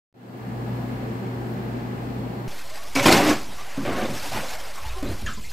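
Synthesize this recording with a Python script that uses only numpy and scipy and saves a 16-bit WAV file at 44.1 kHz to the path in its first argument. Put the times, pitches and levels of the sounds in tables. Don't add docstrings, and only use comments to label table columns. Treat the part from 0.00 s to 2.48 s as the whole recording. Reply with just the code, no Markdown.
import sys
import numpy as np
from scipy import signal
from scipy.fft import rfft, irfft
from scipy.io import wavfile
from scipy.ndimage import uniform_filter1d

SR = 44100
rng = np.random.default_rng(int(sys.argv[2]) if len(sys.argv) > 2 else 0)


def output_pcm(signal):
    pcm = np.clip(np.atleast_2d(signal).T, -1, 1) * 32767
    wavfile.write(sys.argv[1], SR, np.round(pcm).astype(np.int16))


def volts(x):
    e = np.asarray(x, float) / 20
    return 10 ** e


N = 109323
TIME_S = np.arange(N) / SR
FREQ_HZ = np.arange(1, N // 2 + 2) * SR / N
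LEFT_RIGHT = np.array([[.5], [-.5]])


def level(x, db):
    return x * volts(db) / np.sqrt(np.mean(x ** 2))


def walk(rate_hz):
    hold = int(SR / rate_hz)
    steps = np.repeat(rng.standard_normal(N // hold + 1), hold)
    smooth = uniform_filter1d(uniform_filter1d(steps, hold), hold)
    return 1.28 * smooth[:N]


def bell(f, centre_hz, width_hz):
    return 1 / np.sqrt(1 + ((f - centre_hz ** 2 / f) / width_hz) ** 2)


def tone(pitch_hz, left_leads_s=0., pan_db=0.):
    phase = 2 * np.pi * np.cumsum(pitch_hz) / SR + rng.uniform(0, 2 * np.pi)
    lead = 2 * np.pi * pitch_hz * left_leads_s * LEFT_RIGHT
    return np.sqrt(2) * np.sin(phase + lead) * volts(pan_db * LEFT_RIGHT)


def microphone_hiss():
    noise = rfft(rng.standard_normal((2, N)))
    hiss = level(irfft(noise * bell(FREQ_HZ, 14400, 7400), N), -57.5)
    pan_db = 2.6
    return hiss * volts(.5 * walk(7.1) + pan_db * LEFT_RIGHT)


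# start_s (middle of the burst), level_db, pitch_hz
BUBBLES = [
    (2.035, -64, 8600),
    (2.2, -67, 8200),
    (2.26, -72, 14500),
    (0.93, -75, 9000),
]


def bubbles():
    burst_s = 0.019
    noise = rfft(rng.standard_normal((2, N)))
    out = 0
    for start_s, level_db, pitch_hz in BUBBLES:
        puff = irfft(noise * bell(FREQ_HZ, pitch_hz, pitch_hz / 4) ** 2, N)
        out = out + level(puff, level_db) * np.exp(-((TIME_S - start_s) / burst_s) ** 2)
    return out


def room():
    decay_s, share = .02, .24
    tail = rng.standard_normal((2, N)) * np.exp(-TIME_S / decay_s)
    tail = tail / np.sqrt(np.sum(tail ** 2, axis=1, keepdims=True))
    return 1 + share * rfft(tail)


# pitch_hz, level_db (per Hz)
RUSH_COLOUR = [(82, -11.5), (140, -5.5), (253, -2.5), (307, -10), (365, -7.5), (535, -12), (1240, -19.5),
               (1750, -23.5), (9000, -46), (11700, -84), (19800, -120)]
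# pitch_hz, width_hz, lift_db
BODY = [
    (92, 20, 3.5),
    (189, 17.3, 3.5),
    (260.6, 42, 3.5),
    (339, 20.3, 6.5),
    (800, 120, 4.5),
    (2050, 220, 1.5),
    (4490, 280, 2.5),
    (8080, 1400, 5.5),
    (9400, 900, -8.5),
    (2500, 160, 0.5),
]


def rush():
    bass_cut_hz, bass_slope = 62, 2.2
    travel_s = 0.00043
    right_dull_db = 0.36

    around = np.cos(np.linspace(0, np.pi, num=24))[:, None]
    alike = (1 - .004) * np.mean(np.cos(2 * np.pi * FREQ_HZ * travel_s * around), axis=0)

    pitch_hz, level_db = np.array(RUSH_COLOUR).T
    colour_db = np.interp(np.log(FREQ_HZ), np.log(pitch_hz), level_db)
    for centre_hz, width_hz, lift_db in BODY:
        colour_db = colour_db + lift_db * bell(FREQ_HZ, centre_hz, width_hz) ** 2
    bass_cut = 1 / np.sqrt(1 + (bass_cut_hz / FREQ_HZ) ** (2 * bass_slope))
    gain = volts(colour_db) * bass_cut * bell(FREQ_HZ, 100, 12500) ** 2

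    shares = np.sqrt(np.clip([1 + alike, 1 - alike], 0, 2))
    mid, side = rfft(rng.standard_normal((2, N))) * gain * shares
    tilt = volts(right_dull_db * np.log2(1 + FREQ_HZ / 300) / 2)
    pair = np.array([(mid + side) * tilt, (mid - side) / tilt]) * room()

    swell_db = .25 * walk(0.94)
    octaves = np.clip(np.log2(FREQ_HZ), 5, 14)
    out = 0
    for octave in np.arange(5, 15):
        band = np.clip(1 - np.abs(octaves - octave), 0, 1)
        out = out + irfft(pair * band, N) * volts(swell_db + 0.66 * walk(8.86))
    return level(out, -31.5)


# start_s, level_db
THRUM = [(0.45, -55), (0.5, -48), (1.12, -48), (1.17, -63), (1.44, -47), (1.48, -58), (1.69, -47),
         (1.87, -50), (1.93, -63), (2.02, -44), (2.27, -48.5), (2.47, -59)]


def shaft_thrum():
    start_s, level_db = np.array(THRUM).T
    loudness_db = np.interp(TIME_S, start_s, level_db) + 1.5 + 2 * walk(6)
    shaft_hz = 57.4 * (1 + 0.0318 * walk(8.4))
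    return volts(loudness_db) * tone(shaft_hz)


# pitch_hz, level_db, pan_db (above 0 is left), drift_hz, left_leads_ms
WHINES = [(374.3, -52, 1, 2, .3), (450.2, -54, -3, 2, .4), (977, -61, 1, 4, .72), (1296, -63, 4, .8, .37),
          (1354.6, -64, 8, .8, .3), (1413, -67, 0, .8, .1), (1473, -64, -5, .8, .46),
          (1599.5, -67, -9, .8, 0), (1691.7, -64, -1, 2, .08), (1747.6, -65, -7, .8, .42),
          (1804.1, -65, 2, .8, .41), (2040, -72, 0, 2, 0), (4059, -82, 3, 1.5, 0), (4115.5, -78, 4, 1.5, 0),
          (4172, -78, 10, 1.5, .04), (4228, -77, 6, 1.5, .12), (4469, -79, 0, 12, 0), (5524, -85, 0, 4, 0),
          (6794, -86, 0, 25, 0), (13787, -86, 3, 5, 0)]


def whines():
    out = 0
    for pitch_hz, level_db, pan_db, drift_hz, left_leads_ms in WHINES:
        loudness_db = level_db + 2.5 + 2.5 * walk(4.4)
        out = out + volts(loudness_db) * tone(pitch_hz + drift_hz * walk(5), left_leads_ms / 1e3, pan_db)
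    return out


# pitch_mains (multiple of the mains rate), level_db
CORE = [
    (2, -34),
    (4, -57),
]


def core_hum():
    mains_hz = 59.9
    out = 0
    for multiple, level_db in CORE:
        out = out + volts(level_db + 1.18 * walk(14)) * tone(np.full(N, multiple * mains_hz))
    return out


def scene():
    background = microphone_hiss() + bubbles() + rush()
    motor = shaft_thrum() + whines() + core_hum()
    return background + motor


def hold_bass(x):
    opens_s = .41
    shelf_db = -3 / (1 + (FREQ_HZ / 250) ** 2)
    deep_db = -15 / (1 + (FREQ_HZ / 75.5) ** 6)
    thinned = irfft(rfft(x) * volts(shelf_db + deep_db), N)
    held = np.clip((opens_s - TIME_S) / .01, 0, 1)
    return x + held * (thinned - x)


def fade_in(x):
    start_s, fade_from_s, fade_s = .14, .113, .68
    rise = np.sin(np.pi / 2 * np.clip((TIME_S - fade_from_s) / fade_s, 0, 1))
    return x * rise * np.clip((TIME_S - start_s) / 0.0017, 0, 1)


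def switch_pop():
    pop_s, decay_s = .1272, .002
    after = np.clip(TIME_S - pop_s, 0, 1) / decay_s
    return volts(-60) * (after > 0) * np.exp(-after) * np.cos(after)


def roll_off(x):
    return signal.sosfilt(signal.butter(12, 16130, fs=SR, output="sos"), x)


def record(dry):
    x = fade_in(hold_bass(dry)) + switch_pop()
    top_cut = signal.ellip(12, .3, 60, 15740, fs=SR, output="sos")
    return roll_off(signal.sosfilt(top_cut, x))


dry = scene()
out = record(dry)
output_pcm(out)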